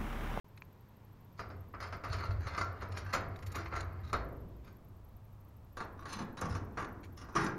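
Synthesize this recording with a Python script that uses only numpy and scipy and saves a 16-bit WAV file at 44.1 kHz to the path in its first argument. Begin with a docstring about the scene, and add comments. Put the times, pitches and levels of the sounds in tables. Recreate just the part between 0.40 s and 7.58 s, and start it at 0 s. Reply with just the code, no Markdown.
"""Outdoors at two steel garage doors, a long key is fed into each lock in turn, twisted and drawn out.
Impacts and stick-slip friction in the lock excite the bending modes of the sheet steel. The panel booms
under the hand and bongs as the key levers against it; the first door sways once the key is out.
The rest of the bunch clinks on its ring. Quiet air and a faint, very high ticking lie behind."""
import sys
import numpy as np
from scipy import signal
from scipy.io import wavfile
from scipy.ndimage import uniform_filter1d

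SR = 44100
rng = np.random.default_rng(int(sys.argv[2]) if len(sys.argv) > 2 else 0)


def waveform_to_disk(signal):
    """Save audio, clipped to [-1, 1], as 16-bit WAV at the path in sys.argv[1]."""
    frames = np.transpose(np.atleast_2d(signal))
    scaled = np.clip(frames, -1, 1) * 32767
    samples = np.round(scaled).astype(np.int16)
    wavfile.write(sys.argv[1], SR, samples)


N = 316638
T = np.arange(N) / SR
RING_T = T[:SR]
SECOND_DOOR_S = 4.377

def door_at(s):
    """Index of the door in use at time s."""
    return int(s > SECOND_DOOR_S)

def amp(db):
    """Decibels to amplitude ratio."""
    return 10 ** (np.asarray(db) / 20)

def unit(x, size=None):
    """Normalisation: the first size samples get rms 1."""
    return x / np.sqrt(np.mean(x[:size] ** 2) + 1e-24)

def read(points, hz):
    """Interpolation on a log-frequency axis."""
    f, value = np.transpose(points)
    return np.interp(np.log(hz + 1), np.log(f), value)

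def add(mix, s, sound):
    """Superposition of a sound from time s."""
    part = mix[round(s * SR):][:len(sound)]
    part += sound[:len(part)]

def band(x, hz, kind, order=4):
    """Causal Butterworth filter."""
    return signal.sosfilt(signal.butter(order, hz, kind, fs=SR, output="sos"), x)

def narrow_noise(hz, width_hz, order=2):
    """Narrow-band noise: neighbouring components beat, giving a wavering tone."""
    return unit(band(rng.standard_normal(N), [hz - width_hz / 2, hz + width_hz / 2], "band", order))

def colour(x, points, size=8192):
    """Minimum-phase filter through (Hz, dB) points."""
    log_gain = np.log(amp(read(points, abs(np.fft.fftfreq(size, 1 / SR)))))
    taps = np.fft.ifft(np.exp(np.conj(signal.hilbert(log_gain)))).real[:size // 2]
    return signal.fftconvolve(x, taps)[:len(x)]

def modes(table, scatter_db=2.5):
    """Free vibration: a sum of damped sines whose shares vary with the point of impact."""
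    hz, db, t60 = np.transpose(table)[:, :, None]
    share = amp(db + scatter_db * rng.standard_normal(hz.shape)) * rng.choice([-1, 1], hz.shape)
    return (share * amp(-60 * RING_T / t60) * np.sin(2 * np.pi * hz * RING_T)).sum(0)

# Air at each door. Each row: frequency in Hz, relative spectral density in dB.
AIR_1 = [(20, -13.5), (107, -3), (270, -14), (738, -24.5), (1000, -20), (1220, -28), (11100, -52.5),
         (12800, -42.5), (16000, -48)]
AIR_2 = [(20, -15), (101, -2.5), (138, -15), (377, -26), (1220, -31), (1440, -38.5), (3200, -48),
         (9670, -57), (16000, -52)]

def air(first_db=-58, second_db=-54, hum_db=-61):
    """Ambient noise: a distant broadband rumble with a narrow-band hum in it."""
    first = amp(first_db) * unit(colour(rng.standard_normal(N), AIR_1))
    second = amp(second_db) * unit(colour(rng.standard_normal(N), AIR_2))
    moved = uniform_filter1d(1. * (T > SECOND_DOOR_S), size=600)
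    return (1 - moved) * first + moved * second + amp(hum_db) * narrow_noise(hz=99, width_hz=12)

def ticking(level_db=-70, beat_s=.04, pip_s=.021):
    """Amplitude gating cuts a high whine into pips: one every second beat, now and then a beat early."""
    gate = np.zeros(N)
    beats = np.where(rng.random(N // 2000) < .2, 1, 2)
    for s in np.cumsum(beat_s * beats):
        add(gate, s, np.hanning(round(pip_s * SR)))
    return amp(level_db) * gate * narrow_noise(hz=12770, width_hz=400, order=3)

# The key at each door. Each row: times of first touch, of being home and of being out in seconds,
# panel boom in dB, key resonance while seeking and once home in Hz.
VISITS = [(0.99, 1.668, 3.7, -39.5, 5000, 5450), (5.38, 6.004, 7.18, -49, 4000, 5620)]
# Spread of the key's resonance with the grip, one per lock, in natural-log units of frequency.
KEY_WANDER = [0.27, 0.038]

def key_colour(x, s, ring_db=7, width_hz=480, spacing_hz=100, ripple_db=7, full_ripple_hz=5000):
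    """Resonance of key and levers: one broad peak over narrow ones that differ at every contact."""
    _, home, *_, seeking_hz, home_hz = VISITS[door_at(s)]
    key_hz = seeking_hz if s < home else home_hz * np.exp(KEY_WANDER[door_at(s)] * rng.uniform(-1.4, 1))
    hz = np.arange(spacing_hz, SR / 2, spacing_hz)
    depth_db = ripple_db * np.minimum(hz / full_ripple_hz, 1) ** 2
    ripple = amp(depth_db * np.clip(rng.standard_normal(1024)[:len(hz)], -2, 2))
    ripple /= np.sqrt(uniform_filter1d(ripple ** 2, size=11))
    peak_db = ring_db * np.exp(-((hz - key_hz) / width_hz) ** 2)
    return colour(x, np.transpose([hz, 20 * np.log10(ripple) + peak_db]))

# Modes of the keys. Each row: frequency in Hz, relative level in dB, 60 dB decay time in seconds.
KEY_MODES = [(5540, 3, 0.071), (7470, 5, 0.055), (9700, -11, 0.11), (11850, -10.5, 0.11), (12100, -12, .1)]
# Spectrum of a contact. Each row: frequency in Hz, gain in dB.
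CLINK_COLOUR = [(500, -24), (1400, -4), (2200, 8.5), (3200, -1), (4300, 7.5), (5400, -1), (6900, 9),
                (8500, -1.5), (11500, -14.5), (14500, -53)]
# Two short, dull handling clicks at the start, then keys touching.
# Each row: start in seconds, level in dB, tilt in dB per octave, contact time in seconds.
CLICKS_AND_CLINKS = [(0.174, -55.5, -8, 0.0025), (0.22, -48, -16, 0.00065), (2.519, -52.5, -7, 0.0041),
                     (2.572, -58.5, 9, 0.007), (2.731, -38, -6.5, 0.0044), (2.959, -53.5, -10, 0.0018),
                     (2.988, -56, -7, 0.0024), (3.023, -51.5, -9, 0.0041), (3.06, -51, -3.5, 0.0067),
                     (3.117, -54.5, 1.5, .003), (3.153, -52, -1.5, 0.0042), (3.256, -42.5, -15, 0.0045),
                     (3.406, -46, -3.5, .002), (3.427, -55, -10, .002), (3.73, -47.5, 3, 0.00086),
                     (5.727, -49, 1, 0.0027), (6.012, -47, 5, 0.0012), (6.444, -50, -8.5, 0.0029),
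                     (6.63, -53.5, -7.5, 0.0082), (7.042, -53, 6, 0.003)]

def clicks_and_clinks(hanging_s=(2.7, 3.3), free_ring_db=-7, held_ring_db=-42, size=12000):
    """Damping: handling clicks and held keys die at once; keys that hang free ring on."""
    out, t, octaves = np.zeros(N), T[:size], np.arange(-2, 3)
    for s, db, slope_db, contact_s in CLICKS_AND_CLINKS:
        contact = t * np.exp(-t / contact_s) * np.exp(rng.standard_normal(size))
        chatter = colour(contact * rng.standard_normal(size), CLINK_COLOUR)
        tick = unit(key_colour(chatter, s, ring_db=3), size=900)
        ring = unit(modes(KEY_MODES)[:size] * (1 - np.exp(-t / contact_s)), size=900)
        ring_db = free_ring_db if hanging_s[0] < s < hanging_s[1] else held_ring_db
        tilt = np.transpose([4000 * 2. ** octaves, slope_db * octaves])
        add(out, s, amp(db) * unit(colour(tick + amp(ring_db) * ring, tilt), size=900))
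    return out

# Lowest modes of the door. Each row: frequency in Hz, relative level in dB, 60 dB decay time in seconds.
PANEL_MODES = [(59, -5.5, .7), (78, -7, .6), (91.7, 6, 0.43), (106.4, -3, 0.38), (133.45, -13, 0.47)]

def panel_boom(seeking_db=-4, settle_s=.043, release_db_per_s=27):
    """Forced vibration: the unsteady hand drives the panel, fully once the key is home."""
    boom = unit(signal.fftconvolve(rng.standard_normal(N), modes(PANEL_MODES, scatter_db=1.5))[:N])
    hand_db = []
    for touch, home, out, db, *_ in VISITS:
        times = [touch - settle_s, touch, home - settle_s, home]
        press_db = np.interp(T, times, [-60, seeking_db, seeking_db, 0])
        hand_db.append(db + press_db - release_db_per_s * np.maximum(T - out, 0))
    return boom * amp(np.max(hand_db, 0))

# Dense ring of each door's sheet. Each row: frequency in Hz, relative spectral density in dB.
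SHEET_1 = [(130, -2), (230, -6), (400, -2.5), (660, -3), (840, -9), (1270, 0.5), (1700, -7), (2150, -11),
           (2600, -18), (3400, -23.5), (4300, -17), (6900, -25.5), (10500, -45), (15500, -74)]
SHEET_2 = [(130, -6), (340, -5), (620, -7.5), (750, -6.5), (1170, 3), (1610, 2), (2100, -8), (3200, -15),
           (4100, -12.5), (6300, -11), (10500, -31.5), (15500, -76)]
# Damping of the sheet. Each row: frequency in Hz, 60 dB decay time in seconds.
SHEET_DECAY = [(150, 2.83), (600, 0.99), (1200, 0.66), (2150, 0.55), (2750, 0.38), (7000, 0.23),
               (12000, 0.14)]
# Prominent modes of each door and its lock.
# Each row: frequency in Hz, relative level in dB, 60 dB decay time in seconds.
LOCK_MODES_1 = [(394, -15, 1.73), (529, -13, 1.03), (674, -10.5, 0.95), (1146, 3.5, 0.15),
                (1221, 8.5, 0.11), (1287, 6.5, 0.14), (1366, 1, 0.34), (1550, -2, 0.22), (2067, -2, 0.13)]
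LOCK_MODES_2 = [(912, -14.5, 0.26), (1110, 5, 0.13), (1164, -0.5, 0.25), (1210, 0.5, 0.18),
                (1390, -2.5, 0.31), (1600, -8.5, 0.46), (1904, -10, 0.34)]

def door_ring(s, effort_db=0, flash=1.27, flash_s=.019, rise_s=.0009):
    """Impulse response of a plate: a brief flash, then crowded modes whose treble dies first."""
    sheet, lock = [(SHEET_1, LOCK_MODES_1), (SHEET_2, LOCK_MODES_2)][door_at(s)]
    hz, t, spectrum = signal.stft(rng.standard_normal(SR), SR, nperseg=256)
    decay = amp(-60 * t / read(SHEET_DECAY, hz)[:, None])
    dying = signal.istft(spectrum * decay, SR)[1][:SR]
    crowd = unit(colour(dying * (1 + flash * np.exp(-RING_T / flash_s)), sheet), size=900)
    prominent = amp(-4.5 + .3 * effort_db) * unit(modes(lock), size=900)  # grows with a heavier blow
    return (crowd + prominent) * (1 - np.exp(-RING_T / rise_s))

def voiced(x, clang_db, body_db, edge_db, size, body_hz=780, edge_hz=2800):
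    """Contact sets the spectrum: weight adds low body to the mid-band clang, hardness a bright edge."""
    body = unit(band(x, body_hz, "low"), 2 * size)
    clang = unit(band(x, [body_hz, edge_hz], "band"), size)
    edge = unit(band(x, edge_hz, "high"), size)
    return amp(clang_db) * (clang + amp(body_db) * body + amp(edge_db) * edge)

def friction(strokes, slips_per_s=340, catch_s=.0091, deepen_db=7.5, gain_db=-1):
    """Stick-slip friction: surfaces catch and slip in clumps, each slip a tiny blow on the door."""
    out = np.zeros(N)
    slipping = rng.random(N) < slips_per_s / SR
    hardness = np.minimum(rng.exponential(1, N), 3.5)
    grip = np.interp(T / catch_s, np.arange(N), np.clip(rng.standard_normal(N), -2, 2))
    slips = slipping * amp(4 * hardness + 1.5 * grip) * rng.choice([-1, 1], N)
    for start, end, swell_db, clang_db, body_db, edge_db in strokes:
        force = slips[round(start * SR):round(end * SR)]
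        bite = 1 - np.exp(-T[:len(force)] / catch_s)
        force = force * amp(np.linspace(0, swell_db, len(force))) * bite
        response = key_colour(door_ring(start, flash=4, flash_s=.004), start)
        ringing = signal.fftconvolve(force, response)
        progress = np.minimum(T[:len(ringing)] / (end - start), 1)
        depth_db = deepen_db * (progress - .5) * (swell_db == 0)  # steady strokes darken as they go
        add(out, start, voiced(ringing, clang_db, body_db + depth_db, edge_db - depth_db, len(force)))
    return amp(gain_db) * out

# Scrapes of the key in the lock, and two faint rustles outside it.
# Each row: start and end in seconds, relative clang in dB, edge in dB re clang.
SCRAPES_AND_RUSTLES = [(0.964, 0.988, -63, 3), (1.695, 1.85, -41.5, -8.5), (1.847, 1.915, -46.5, -9),
                       (3.338, 3.406, -47.5, -2.5), (3.631, 3.721, -57.5, -1), (4.236, 4.277, -62.5, -3),
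                       (5.573, 5.655, -51.5, -14), (5.679, 5.828, -44, -3.5), (6.085, 6.152, -47, -5.5),
                       (6.766, 6.829, -52.5, -1.5), (7.03, 7.065, -44.5, -3.5)]

def sliding_strokes(body_db=(-8, -3.5), rub_db=-17.5, rub_edge_db=-16.5):
    """Sliding contact, as strokes for friction(): scrapes, rustles and the key's soft rub while home."""
    for start, end, clang_db, edge_db in SCRAPES_AND_RUSTLES:
        yield start, end, 0, clang_db, body_db[door_at(start)], edge_db
    for _, home, out, boom_db, *_ in VISITS:
        yield home, out, 0, boom_db + rub_db, body_db[door_at(home)], rub_edge_db

USUAL_BLOW_DB, REBOUND_S = -33, .007
# Key and levers strike the lock. Each row: start in seconds, nominal peak of the clang in dB,
# body and edge in dB re clang, length of the rattle in seconds.
KNOCKS = [(0.992, -29, -5.5, -13, 0.0059), (1.1, -40, -4, -14, 0.00015), (1.337, -32.5, -10, -34, .01),
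          (1.402, -33.5, -7, -7.5, 0.069), (1.425, -33, -17, -7.5, 0), (1.524, -31, -5.5, -13, 0.0025),
          (1.637, -30, -7, -14, 0.019), (1.728, -32, -5.5, -4.5, 0.025), (1.797, -30, -17, -27, 0.00044),
          (2.068, -31, -9, -8, 0.11), (2.177, -22.5, -9, -12, .029), (2.419, -32, -3, -14.5, 0.0006),
          (2.571, -36, -2, -1, 0.00031), (2.735, -18, -8, -11, 0.0092), (3.152, -31.5, -7.5, -6, 0.061),
          (3.324, -28, -7.5, -24, 0.024), (3.362, -27.5, -10, -16.5, 0.0021),
          (3.729, -18.5, -6, -15.5, 0.0041), (5.369, -33.5, -1.5, -9.5, 0), (5.402, -29, -3, -15, 0),
          (5.654, -35, -6.5, -10, 0.00087), (5.97, -38.5, -1, -3.5, 0.022), (6.014, -28, 1, -11.5, 0.055),
          (6.15, -32.5, 0, -9.5, 0.0012), (6.372, -26, -4.5, -18, 0.048), (6.885, -45.5, 4.5, -13, 0.00044),
          (6.951, -28, 1, -4.5, 0), (6.96, -15.5, -14.5, -16.5, .09)]

def knocks(crest_db=9, heavy_db=-27, rebound_db=-4):
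    """Impact excitation: each blow of key tip or lever rings the door; a heavy one rebounds once."""
    out = np.zeros(N)
    for s, peak_db, body_db, edge_db, _ in KNOCKS:
        blow = door_ring(s, peak_db - USUAL_BLOW_DB)
        add(blow, REBOUND_S, (peak_db > heavy_db) * amp(rebound_db) * door_ring(s))
        add(out, s, voiced(key_colour(blow, s), peak_db - crest_db, body_db, edge_db, size=900))
    return out

def lever_strokes(drag_s=.099, drag_db=(-53, -67), swell_db=23, rattle_db=-45, fade_db=-3.5):
    """Loading and release, as strokes for friction(): the key drags until a lever gives and chatters."""
    usual_edge_db = -13.5
    for s, peak_db, body_db, edge_db, rattle_s in KNOCKS:
        door = door_at(s)
        _, home, out, *_ = VISITS[door]
        bite_db = .33 * (edge_db - usual_edge_db)  # a harder contact drags louder and brighter
        effort_db = .57 * (peak_db - USUAL_BLOW_DB)
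        tone = body_db - 3, usual_edge_db + bite_db
        if home < s < out:  # the first lock is stiff, the second smooth
            yield s - drag_s, s, swell_db, drag_db[door] + effort_db + bite_db, *tone
        if rattle_s > REBOUND_S:
            yield s + REBOUND_S, s + REBOUND_S + rattle_s, fade_db, rattle_db + effort_db, *tone

# Shoves on the panel. Each row: start in seconds, relative level in dB.
THUMPS = [(1.698, -30.5), (1.752, -36), (1.89, -29.5), (1.961, -27.5), (2.062, -32.5), (2.877, -32),
          (3.341, -37), (3.663, -34.5), (6.033, -35), (6.106, -30), (6.137, -29.5)]

def thumps(gain_db=-1, push_s=.00078):
    """Transient response: the shoved panel jumps in its frame and rings in its lowest modes."""
    out = np.zeros(N)
    for s, db in THUMPS:
        flex = unit(modes(PANEL_MODES) * (1 - np.exp(-RING_T / push_s)), size=1500)
        add(out, s, amp(db + gain_db) * flex)
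    return out

# Low modes of the sheet. Each row: frequency in Hz, relative level in dB, 60 dB decay time in seconds.
BONG_MODES = [(133, 4, 0.36), (162.5, 3, 0.47), (205.47, -3, 0.39), (245.5, -8.5, 0.45), (311.5, -6, 0.18),
              (332, -6.5, 0.83), (413, -5, .5)]
# The key levers against the sheet. Each row: start in seconds, level in dB, centre frequency in Hz.
BONGS = [(3.155, -43.5, 312), (5.752, -43, 222.5), (5.799, -39, 216), (6.036, -38.5, 199),
         (6.421, -43.5, 310), (6.952, -33, 355.4), (6.972, -32.5, 155), (7.03, -38, 266)]

def bongs(reach=1.24, sheet_db=-5):
    """Selective excitation: the sheet gives with a hollow bong from the modes near one frequency."""
    out = np.zeros(N)
    for s, db, hz in BONGS:
        around = [hz / reach, hz * reach]
        tone = unit(band(modes(BONG_MODES, scatter_db=-.5), around, "band", order=2), size=2200)
        crowd = unit(band(door_ring(s), around, "band", order=2), size=2200)
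        add(out, s, amp(db) * unit(tone + amp(sheet_db) * crowd, size=2200))
    return out

def sway(level_db=-40.5, fade_db_per_s=18):
    """Damped oscillation: the first door rocks in its frame after the key has left it."""
    since_out = T - VISITS[0][2]
    swinging = uniform_filter1d(1. * ((since_out > 0) & (T < SECOND_DOOR_S)), size=1500)
    decay = amp(level_db - fade_db_per_s * np.maximum(since_out, 0))
    return narrow_noise(hz=55.6, width_hz=9.9) * swinging * decay

# Response of the microphone port. Each row: frequency in Hz, gain in dB.
PORT_RESPONSE = [(7300, -5.5), (8100, -23.5), (8800, 1.5), (12500, 10.5), (13300, 17)]

def scene():
    """Superposition: contacts and door, coloured by the port, add to the quiet background."""
    contacts = knocks() + friction([*sliding_strokes(), *lever_strokes()]) + clicks_and_clinks()
    door = bongs() + panel_boom() + thumps() + sway()
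    return (colour(contacts + door, PORT_RESPONSE) + air() + ticking())[None]

def record(dry, silence_s=.044, cutoff_hz=15900):
    """Band limiting: a linear-phase low-pass follows a brief opening silence."""
    lowpass = signal.firwin(511, cutoff_hz, window=("kaiser", 9), fs=SR)
    return signal.oaconvolve(dry * (T > silence_s), lowpass[None], "same")

dry = scene()
out = record(dry)
waveform_to_disk(out)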